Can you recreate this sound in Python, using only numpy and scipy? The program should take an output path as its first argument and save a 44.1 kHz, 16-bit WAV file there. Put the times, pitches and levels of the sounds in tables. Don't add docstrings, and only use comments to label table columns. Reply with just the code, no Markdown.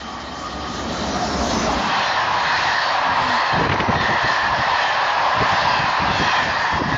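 import sys
import numpy as np
from scipy import signal
from scipy.io import wavfile
from scipy.ndimage import uniform_filter1d

SR = 44100
rng = np.random.default_rng(int(sys.argv[2]) if len(sys.argv) > 2 else 0)


def gain_from_db(level_db):
    decades = np.asarray(level_db, float) / 20
    return 10 ** decades


def unload_audio(sound):
    columns = np.transpose(np.atleast_2d(sound))
    steps = np.round(np.clip(columns, -1, 1) * 32767)
    wavfile.write(sys.argv[1], SR, steps.astype(np.int16))


N = 307377
SPEED_MS = 22.0

# t/s, web ring level/dB, rim ring level/dB, tread hiss level/dB,
# tread brightness level/dB
BOGIE_PASSES = [(1.803, -41, -39.5, -47.5, -11), (1.984, -39, -40, -24.5, -13.5),
                (2.151, -31.5, -42, -33, -11.5), (2.621, -30, -37.5, -23.5, -15.5),
                (2.849, -27.5, -36.5, -35.5, -2), (3.3, -29.5, -38, -30, -8),
                (3.52, -28, -35, -31.5, -10.5), (4.079, -28, -43.5, -30, -16), (4.3, -26, -38, -30, -6.5),
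                (4.78, -29.5, -35, -27.5, -15.5), (5.048, -30, -37.5, -28, -19.5),
                (5.549, -30, -39, -25.5, -11.5), (5.779, -29.5, -32, -32, -12.5),
                (6.28, -33, -38, -25, -13), (6.55, -27, -37, -33.5, -5), (6.901, -30, -42, -35.5, -2)]
# t/s, level/dB
LOCO_NEARNESS = [
    (0, -39),
    (.35, -35.5),
    (.6, -32.5),
    (.93, -28),
    (1.55, -23),
    (1.68, -24),
    (1.8, -25.5),
    (2, -23.5),
]


def rms_one(x):
    return x / np.sqrt(np.mean(x ** 2) + 1e-20)


def in_time(rows):
    s, *columns = np.transpose(rows)
    return [np.interp(np.arange(N) / SR, s, c) for c in columns]


def fade(t0, t1):
    return np.clip((np.arange(N) / SR - t0) / (t1 - t0), 0, 1)


def spell(start, length, rise, fall):
    hold = max(length - (rise + fall) / 2, 1e-4)
    corners = start + np.cumsum([-rise / 2, rise, hold, fall])
    return np.interp(np.arange(N), corners * SR, [0, 1, 1, 0])


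def drift(rate):
    r = np.exp(-80 * np.pi * rate / SR)
    slow = signal.lfilter([1], [1, -2 * r, r * r], rng.standard_normal(N // 40 + 2002))[2000:]
    return np.interp(np.arange(N) / 40, np.arange(len(slow)), rms_one(slow))


def butterworth(x, order, edge_hz, kind="low"):
    return signal.sosfilt(signal.butter(order, edge_hz, kind, fs=SR, output="sos"), x)


def banded_noise(spectrum, shared_db, own_db, rate):
    hz, level_db = np.transpose(spectrum)
    edges = np.geomspace(hz[0], hz[-1], int(3 * np.log2(hz[-1] / hz[0])) + 2)
    out, together, white = 0, drift(rate), rng.standard_normal((2, N))
    for k, (low, high) in enumerate(zip(edges, edges[1:])):
        centre_db = np.interp(np.log(low * high) / 2, np.log(hz), level_db)
        if centre_db < -60:
            continue
        band = butterworth(white[k % 2], 2, [low, high], "band")
        out = out + gain_from_db(centre_db + shared_db * together + own_db * drift(rate)) * band
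    return rms_one(out)


def resonate(noise, hz, width_hz):
    r = np.exp(-np.pi * width_hz / SR)
    section = [1, 0, -1, 1, -2 * r * np.cos(2 * np.pi * hz / SR), r * r]
    return rms_one(signal.sosfilt([section, section], noise))


def gliding(hz, width_hz):
    envelope = drift(width_hz / 2) + 1j * drift(width_hz / 2)
    return np.real(envelope * np.exp(2j * np.pi * np.cumsum(hz) / SR))


def vent_db():
    return -33.5 + 0.77 * (in_time(LOCO_NEARNESS)[0] + 30)


def muffling():
    presses = [
        (3.66, 0.25, -1.5),
        (3.97, 0.031, -4.5),
        (6.807, 0.081, -2.5),
    ]
    return sum(db * spell(s, length, 0.024, 0.018) for s, length, db in presses)


def fizz():
    # t/s of start, length/s
    fizz_spells = [(0.089, 0.025), (0.306, 0.041), (0.414, 0.048), (0.595, 0.04), (.73, 0.03), (0.779, .04),
                   (0.844, 0.1), (1.046, 0.028), (1.243, 0.045), (1.45, 0.044), (1.526, .1), (1.722, 0.08)]
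    level = gain_from_db(vent_db() - 36.5 + 3 * drift(20.0))
    spells = sum(spell(s, length, .015, .015) for s, length in fizz_spells) * level
    specks_per_s, speck_s = 3.5, .025
    starts = 2.0 + np.cumsum(rng.uniform(.2, 1.8, 20)) / specks_per_s
    specks = sum(spell(s, speck_s, .01, .01) for s in starts)
    return spells + specks * gain_from_db(-79 + 2 * drift(4.0))


def scattered(x):
    lines = signal.stft(x, SR, nperseg=1024)[2]
    survives = rng.random(lines.shape) < .25
    return rms_one(signal.istft(lines * survives, SR, nperseg=1024)[1][:N])


def thumps():
    # t/s, peak level/dB, f/Hz
    pulses = [(3.6525, -22, 4000), (3.692, -12, 1500), (3.697, -12, 1300), (3.706, -11, 1500),
              (3.716, -16, 3300), (3.741, -21, 4000), (3.761, -8, 1700), (3.803, -13, 2500),
              (3.892, -13, 200), (3.901, -12, 170), (5.412, -22, 120), (5.42, -18, 400), (5.8, -21, 130),
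              (5.843, -23, 150), (6.11, -19, 150), (6.215, -15, 320), (6.755, -21, 100), (6.82, -14, 200),
              (6.86, -15, 200), (6.925, -15, 260), (6.94, -23, 110), (3.165, -29, 120), (3.22, -23, 135),
              (4.11, -19.5, 130), (4.245, -21, 105), (4.6, -21, 140), (3.722, -15, 2200),
              (3.731, -18, 3200), (3.668, -16, 1200), (3.808, -15, 1300)]
    half_cycles = .6
    out, t = np.zeros(N + SR), np.arange(-2000, 2000) / SR
    for s, db, hz in pulses:
        start = round(s * SR) - len(t) // 2
        swell = np.exp(-(t * hz / half_cycles) ** 2)
        out[start:start + len(t)] += np.sign(1000 - hz) * gain_from_db(db) * np.cos(2 * np.pi * hz * t) * swell
    return out[:N]


def slaps():
    # t/s, peak level/dB, centre f/Hz, t60/s
    eddies = [
        (3.653, -25, 3500, 0.018),
        (3.692, -18, 1890, 0.054),
        (3.716, -16, 1890, .08),
        (3.741, -22, 3800, .018),
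        (3.761, -20, 1800, 0.022),
        (3.801, -12, 2350, 0.034),
        (3.802, -23, 4030, 0.013),
        (4.009, -22, 2600, .05),
        (3.728, -21, 2800, .02),
    ]
    t, white, puffs = np.arange(N) / SR, rng.standard_normal(N), 0
    for s, db, hz, t60 in eddies:
        rasp = rms_one(butterworth(white, 2, [hz / 1.4, hz * 1.4], "band"))
        decay = gain_from_db(db - 60 * np.abs(t - s) / t60)
        puffs = puffs + fade(s - .001, s + .0025) * decay * rasp
    return butterworth(puffs, 3, 4800)


def slipstream():
    # t/s of start, length/s, level/dB, upper edge relative level/dB
    gusts = [(1.864, 0.15, -38, 6), (2.05, 0.67, -40, -4), (3.058, .08, -34, -16), (3.16, 0.19, -37.5, -3),
             (3.528, .05, -27, -1), (3.573, .035, -22.5, 3), (3.612, .025, -21, 5.5),
             (3.647, 0.029, -19.5, 1.5), (3.689, 0.075, -22, 2), (3.792, 0.022, -27.5, 5.5),
             (3.82, .02, -26.5, 2.5), (3.875, .012, -24.5, 5.5), (3.889, .018, -22.5, 2),
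             (3.936, 0.046, -22, -1.5), (4, 0.052, -23.5, -5), (4.087, 0.022, -26.5, 3.5),
             (4.123, .02, -28, -0.5), (4.231, 0.042, -28, -0.5), (4.299, .025, -33, 1.5),
             (4.43, 0.063, -36, -13), (4.498, 0.049, -30.5, -12), (4.58, 0.032, -27.5, -15),
             (4.652, 0.1, -44, -7), (5.2, 0.2, -53, -6), (5.36, 0.13, -33.5, -6), (5.408, 0.0183, -25, 7.5),
             (5.518, 0.031, -28, -12), (5.6, 0.083, -31, -7), (5.695, .21, -31.5, -8.5),
             (6.002, 0.14, -25, -4.5), (6.153, 0.15, -31.5, -0.5), (6.199, 0.019, -26.5, 3),
             (6.383, .17, -32.5, -2.5), (6.58, 0.1, -41.5, -14), (6.72, 0.068, -25.5, -6.5),
             (6.799, 0.037, -31, 8), (6.852, 0.11, -24, -6.5)]
    # f/Hz, level/dB per Hz
    buffet_spectrum = [(15, -40.5), (25, -20.5), (96, -2), (204, -2.5), (259, -4), (401, -4.5), (465, -4.5),
                       (600, -8), (900, -19.5), (1170, -21.5), (1980, -120)]
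    # t/s, f/Hz, level/dB
    port_whistle = [
        (2.95, 262, -49),
        (3.2, 258, -41),
        (3.3, 250, -29.5),
        (3.35, 240, -32),
        (3.39, 222, -41),
    ]
    rise_s, fall_s, ease, calm_db = 0.014, 0.025, 0.21, -47.5
    lumps = banded_noise(buffet_spectrum, shared_db=1.0, own_db=0.5, rate=50.0)
    low = butterworth(lumps, 2, 260)
    shapes = np.array([spell(s, length, rise_s + ease * length, fall_s + ease * length)
                       for s, length, _, _ in gusts])
    _, _, gust_db, edge_db = np.transpose(gusts)
    low_level = gain_from_db(calm_db) + gain_from_db(gust_db) @ shapes
    edge_level = gain_from_db(calm_db + 6.0) + gain_from_db(gust_db + edge_db) @ shapes
    buffet = low_level * rms_one(low) + edge_level * rms_one(lumps - low)
    whistle_hz, whistle_db = in_time(port_whistle)
    whistle = np.sqrt(2) * gain_from_db(whistle_db) * np.sin(2 * np.pi * np.cumsum(whistle_hz) / SR)
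    return buffet * fade(1.96, 1.99) + whistle * fade(2.95, 3.0) * (1 - fade(3.37, 3.4))


def hum():
    # t/s, f/Hz, level/dB
    frame_hum = [
        (0, 67, -43),
        (.8, 67, -39),
        (.95, 67, -48),
        (1.15, 67.1, -40),
        (1.38, 66, -33),
        (1.65, 62.8, -34),
        (1.8, 58.1, -32.5),
        (1.9, 56.2, -55),
        (2.1, 56, -80),
    ]
    hum_hz, hum_db = in_time(frame_hum)
    return gain_from_db(hum_db) * gliding(hum_hz, width_hz=14)


def singing_rails():
    # t/s, level/dB
    singing_level = [(0, -36.5), (.3, -37), (.5, -37), (.75, -34), (.95, -39), (1.2, -36), (1.6, -61.5)]
    # f/Hz, width f/Hz, level/dB
    rail_modes = [(1138, 20, -3), (1228, 20, -3.5), (1843, 130, -6), (3107, 170, -7)]
    modes = sum(gain_from_db(db + 1.1 * drift(4.4)) * resonate(rng.standard_normal(N), hz, width_hz)
                for hz, width_hz, db in rail_modes)
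    return gain_from_db(in_time(singing_level)[0]) * rms_one(modes)


def locomotive():
    # t/s, f/Hz, level/dB
    motor_whine = [
        (0, 743, -43),
        (.6, 749, -43),
        (.9, 740, -37),
        (1.2, 731, -33),
        (1.4, 714, -29),
        (1.55, 681.5, -31),
        (1.7, 636, -33),
        (1.85, 618, -38),
        (2, 612, -48),
    ]
    # f/Hz, level/dB per Hz
    blower_spectrum = [(18, -75.5), (30, -37), (64, -7), (130, -10), (190, -4.5), (230, 0), (259, -8),
                       (309, -5.5), (450, -12.5), (600, -8.5), (780, -56), (1320, -120)]
    vent_spectrum = [(760, -40), (1300, 2.5), (1660, 0), (2410, -11.5), (3090, -1), (3550, -12),
                     (3880, -0.5), (6030, -3), (6580, -17.5), (7510, -12), (9760, -47), (16500, -120)]
    blower_db = in_time(LOCO_NEARNESS)[0]
    whine_hz, whine_db = in_time(motor_whine)
    drone = gain_from_db(blower_db) * banded_noise(blower_spectrum, shared_db=0.1, own_db=0.5, rate=9.0)
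    whine = gain_from_db(whine_db + 2.8 * drift(9.0)) * gliding(whine_hz, width_hz=50)
    vent = gain_from_db(vent_db()) * banded_noise(vent_spectrum, shared_db=1.0, own_db=2.0, rate=7.6)
    return (drone + whine + vent) * (1 - fade(1.77, 2.03))


def passing_resonances(table, width, steadiness):
    slide = .045
    out, white = np.zeros(N + 2 * SR), rng.standard_normal(N + 2 * SR)
    t = np.arange(-SR // 2, SR // 2) / SR
    for s, hz, length, db in table:
        start = round(s * SR) + SR // 2
        tone = resonate(white[start:start + SR], hz, width * hz)
        flicker = uniform_filter1d(tone ** 2, size=int(SR / hz * 4)) + .05
        tone = rms_one(tone / flicker ** (steadiness / 2))
        emitted = t - slide * (np.hypot(t, length) - length)
        out[start:start + SR] += gain_from_db(db) * np.exp(-2 * (t / length) ** 2) * np.interp(emitted, t, tone)
    return out[SR:SR + N]


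def rough_wheels():
    # t/s, f/Hz, length/s, level/dB
    ringing = [(0.944, 4480, 0.13, -46), (1.15, 5800, 0.13, -38.5), (1.6, 6270, 0.103, -40),
               (1.6, 5950, 0.088, -32.5), (1.52, 6200, .12, -40), (1.344, 5350, 0.112, -36),
               (1.564, 5300, .08, -34.5), (1.76, 5100, 0.103, -43), (1.951, 3100, .13, -34),
               (2.051, 4130, .15, -34.5), (2.025, 3550, 0.11, -39.5), (2.099, 5600, 0.19, -41),
               (2.522, 4150, .2, -34), (2.9, 3720, 0.2, -38), (2.476, 3700, .13, -37),
               (2.7, 5440, 0.34, -45), (2.85, 4520, .18, -33), (3.317, 4150, 0.097, -34.5),
               (3.348, 3230, .2, -43), (3.301, 7400, .3, -51), (4.016, 4070, 0.09, -35.5),
               (4.02, 3560, 0.096, -33), (4.0, 3070, 0.13, -39.5), (4.303, 4200, 0.12, -37.5),
               (4.35, 5600, 0.3, -47.5), (4.803, 4070, .13, -35.5), (4.851, 3200, 0.27, -36),
               (4.998, 2710, 0.36, -41.5), (3.9, 5800, .3, -47), (5.721, 4760, .22, -35.5),
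               (5.723, 2680, .17, -33), (5.749, 3220, 0.15, -33), (5.697, 5000, 0.37, -43.5),
               (6.15, 2660, 0.11, -33), (6.298, 3220, .22, -30.5), (6.254, 4270, .15, -37.5),
               (5.2, 4870, 0.27, -45), (6.279, 5700, 0.22, -40), (6.348, 2450, 0.14, -31),
               (6.602, 4700, 0.18, -38), (6.95, 3690, 0.071, -39), (1.11, 205, .12, -33.5),
               (1.8, 195, 0.14, -33.5), (1.98, 185, .07, -33.5), (.05, 230, .08, -41),
               (6.4, 2200, .08, -36)]
    return passing_resonances(ringing, width=.07, steadiness=.3)


def narrow_notes():
    # t/s, f/Hz, length/s, level/dB
    sung = [(.9, 230.7, 0.29, -36), (1.55, 224.2, .16, -29), (2.75, 1956, 0.19, -34), (4.65, 1947, .2, -34),
            (6.3, 1950, 0.11, -34.5), (.55, 4160, .2, -50), (.9, 3050, 0.297, -47), (1.0, 4000, .1, -40),
            (1.33, 3900, 0.082, -44), (1.83, 770, .2, -30), (1.9, 1140, .15, -31), (1.92, 2600, .12, -37),
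            (2.15, 1803, .25, -32), (2.35, 978, .2, -28.5), (2.52, 2510, .15, -33.5),
            (2.6, 1815, .2, -31.5), (2.8, 1820, .15, -27.5), (2.8, 4120, .08, -36), (3.2, 947, .25, -31),
            (3.32, 1890, .12, -28.5), (3.3, 1707, .15, -34), (4.1, 1794, 0.16, -27.5),
            (4.3, 1710, 0.16, -29.5), (4.22, 1635, .15, -34), (4.78, 1798, .25, -26.5),
            (5.1, 1672, .2, -29), (5.35, 1026, .25, -24), (5.4, 1780, .15, -33), (5.6, 1720, 0.14, -37),
            (5.72, 1604, .25, -31), (5.95, 1810, 0.14, -33), (6.15, 3430, 0.15, -37), (6.35, 1838, .2, -28),
            (6.45, 1740, 0.19, -29.5), (6.68, 1817, .2, -28), (6.7, 3320, .2, -38), (.4, 1140, .12, -38),
            (.52, 1224, .08, -37), (.74, 1231, .12, -36.5), (2.53, 1930, .1, -31.5), (2.23, 1732, .15, -35),
            (2.93, 1680, .12, -36), (3.1, 1630, .1, -31), (3.45, 1770, .2, -35), (4.5, 1830, .15, -34),
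            (4.9, 1650, .15, -34), (5.3, 1670, .2, -32.5), (5.55, 1790, .15, -33.5), (6.1, 1600, .25, -34),
            (6.94, 1693, .08, -32)]
    return passing_resonances(sung, width=.03, steadiness=.61)


def rails():
    # t/s, level/dB
    rolling = [(0, -33.5), (.4, -33), (.8, -31.5), (1.1, -27), (1.45, -26), (1.7, -23.3), (1.9, -21),
               (2.15, -20.5), (2.8, -21), (3.2, -20), (3.5, -20), (4.3, -20.5), (4.7, -20), (5.4, -19),
               (6.0, -19.5), (6.72, -22), (6.97, -23)]
    # f/Hz, level/dB per Hz
    roar_spectrum = [(24, -52), (40, -24), (106, -17.5), (204, -30), (335, -18.5), (460, -19.5), (630, -5),
                     (968, 2.5), (1460, -11.5), (1790, -13), (2400, -15.5), (3120, -45), (5280, -120)]
    hiss_spectrum = [(760, -34), (1300, -13.5), (1460, -6), (1780, 2.5), (2140, -20), (2550, -10.5),
                     (2810, -9), (4330, -10.5), (5810, -18), (6900, -27.5), (7510, -37), (9760, -65.5),
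                     (16500, -120)]
    peak_hz = 951 + 25.01 * drift(3.0)
    roar = banded_noise(roar_spectrum, shared_db=-0.5, own_db=1.0, rate=7.4)
    roar = roar + gain_from_db(-17.5) * fade(0.93, 2.6) * gliding(peak_hz, width_hz=150)
    gap_hz, gap_width_hz, gap_share = 995, 210, 0.55
    gap = signal.lfilter(*signal.iirpeak(gap_hz, gap_hz / gap_width_hz, fs=SR), roar)
    roar = roar - gap_share * (1 - fade(1.2, 2.4)) * gap

    hiss = banded_noise(hiss_spectrum, shared_db=0.0, own_db=1.5, rate=9)
    body = butterworth(hiss, 2, 4600)
    top = butterworth(hiss, 2, 4600, "high")
    hidden = fade(1.3, 2.0)
    reach_m = 3.44
    s, _, _, hiss_db, bright_db = np.transpose(BOGIE_PASSES)
    near = 1 / (1 + (SPEED_MS * (np.arange(N) / SR - s[:, None]) / reach_m) ** 2)
    level = np.sqrt(gain_from_db(2 * hiss_db) @ near)
    top_level = np.sqrt(gain_from_db(2 * (hiss_db + bright_db + 3.0)) @ near)
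    pressed_db = muffling()
    treads = hidden * gain_from_db(pressed_db) * (level * body - top_level * gain_from_db(pressed_db) * top)
    return gain_from_db(in_time(rolling)[0] + pressed_db) * rms_one(roar) + treads


def wheels():
    # f/Hz, width f/Hz, level/dB
    web = [(1702, 80, -2), (1809, 45, 0), (1930, 80, -1.5)]
    rim = [(2580, 85, -1), (3150, 190, -5), (3660, 350, -11.5), (4233, 300, -2), (4760, 330, -6.5)]
    distance_m = 4.0
    modes = np.array([gain_from_db(2.0 * drift(12.0)) * resonate(rng.standard_normal(N), hz, width_hz)
                      for hz, width_hz, _ in web + rim])
    mode_db = np.array(web + rim)[:, 2]
    is_web = np.arange(len(modes)) < len(web)
    luck = rng.standard_normal((len(BOGIE_PASSES), len(modes) + 1))
    t, out = np.arange(-SR // 2, SR // 2) / SR, np.zeros(N + 2 * SR)
    r = np.hypot(distance_m, SPEED_MS * t)
    gain = (distance_m / r) ** 0.51 * np.sqrt(np.hanning(len(t)))
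    for (s, web_db, rim_db, _, _), chance in zip(BOGIE_PASSES, luck):
        bogie_db = np.where(is_web, web_db - 4.0, rim_db - 3.5)
        mix = gain_from_db(mode_db + bogie_db + 1.8 * chance[:-1]) @ modes
        emitted = (s + (t - r / 343) * (1 + .006 * chance[-1])) * SR
        start = round(s * SR) + SR // 2
        out[start:start + len(t)] += gain * np.interp(emitted % (N - 1), np.arange(N), mix)
    return out[SR:SR + N]


def flinching():
    dips = [
        (3.675, .018, -4.5),
        (3.704, .01, -3),
        (3.75, .032, -2),
        (3.834, .035, -0.5),
        (3.871, .005, -3.5),
        (5.385, .02, 0),
        (6.79, .03, -1.5),
    ]
    return gain_from_db(sum(db * spell(s, length, .006, 0.011) for s, length, db in dips))


def scene():
    train = rails() + gain_from_db(.5 * muffling()) * wheels() + locomotive() + singing_rails()
    train = train + rough_wheels() + narrow_notes()
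    mono = flinching() * (train + slipstream()) + thumps() + hum() + slaps()
    return np.tile(mono, (2, 1))


def drop_weak_lines(x):
    # f/Hz, level/dB
    floor_curve = [(6300, -105), (6750, -84), (6950, -71), (7600, -71), (7750, -64), (8300, -68), (8700, -70),
                   (15500, -72)]
    hz, _, lines = signal.stft(x, SR, "cosine", 2048, 1024, boundary="even", padded=False)
    loudness = np.sqrt(np.sum(np.abs(lines) ** 2, axis=0))
    floor_lift = (loudness / .1) ** .6
    floor = np.outer(gain_from_db(np.interp(hz, *np.transpose(floor_curve))), floor_lift)
    chance = rng.standard_normal((len(hz) // 12 + 1, len(loudness))).repeat(12, axis=0)[:len(hz)]
    floor = floor * gain_from_db(np.where(hz < 7900, 3.5, .6)[:, None] * (chance + chance[0]))
    kept = signal.istft(lines * (np.abs(lines) > floor), SR, "cosine", 2048, 1024)[1]
    return np.pad(kept, (0, 2048), "reflect")[:N]


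def low_pass(x):
    return signal.sosfilt(signal.butter(12, 15500, fs=SR, output="sos"), x)


def record(dry):
    rounded = .5 * np.tanh(dry[0] / .5)
    dull = signal.sosfilt(signal.cheby2(10, 60, 9000, fs=SR, output="sos"), rounded)
    high, higher = (rms_one(butterworth(rng.standard_normal(N), 5, band, "band"))
                    for band in ([7700, 11500], [11500, 15300]))
    thin_hiss = gain_from_db(vent_db() - 24.0) * (1 - fade(1.84, 1.85)) * high
    mono = drop_weak_lines(dull + thin_hiss) + fizz() * scattered(higher)
    late = np.roll(mono, 700)
    coloured = 2.6 * late - 17.0 * np.gradient(np.gradient(late))
    mismatch = gain_from_db(-58.0 + 10.0 * drift(14.0)) * coloured
    return low_pass(mono + mismatch * [[1], [-1]])


dry = scene()
out = record(dry)
unload_audio(out)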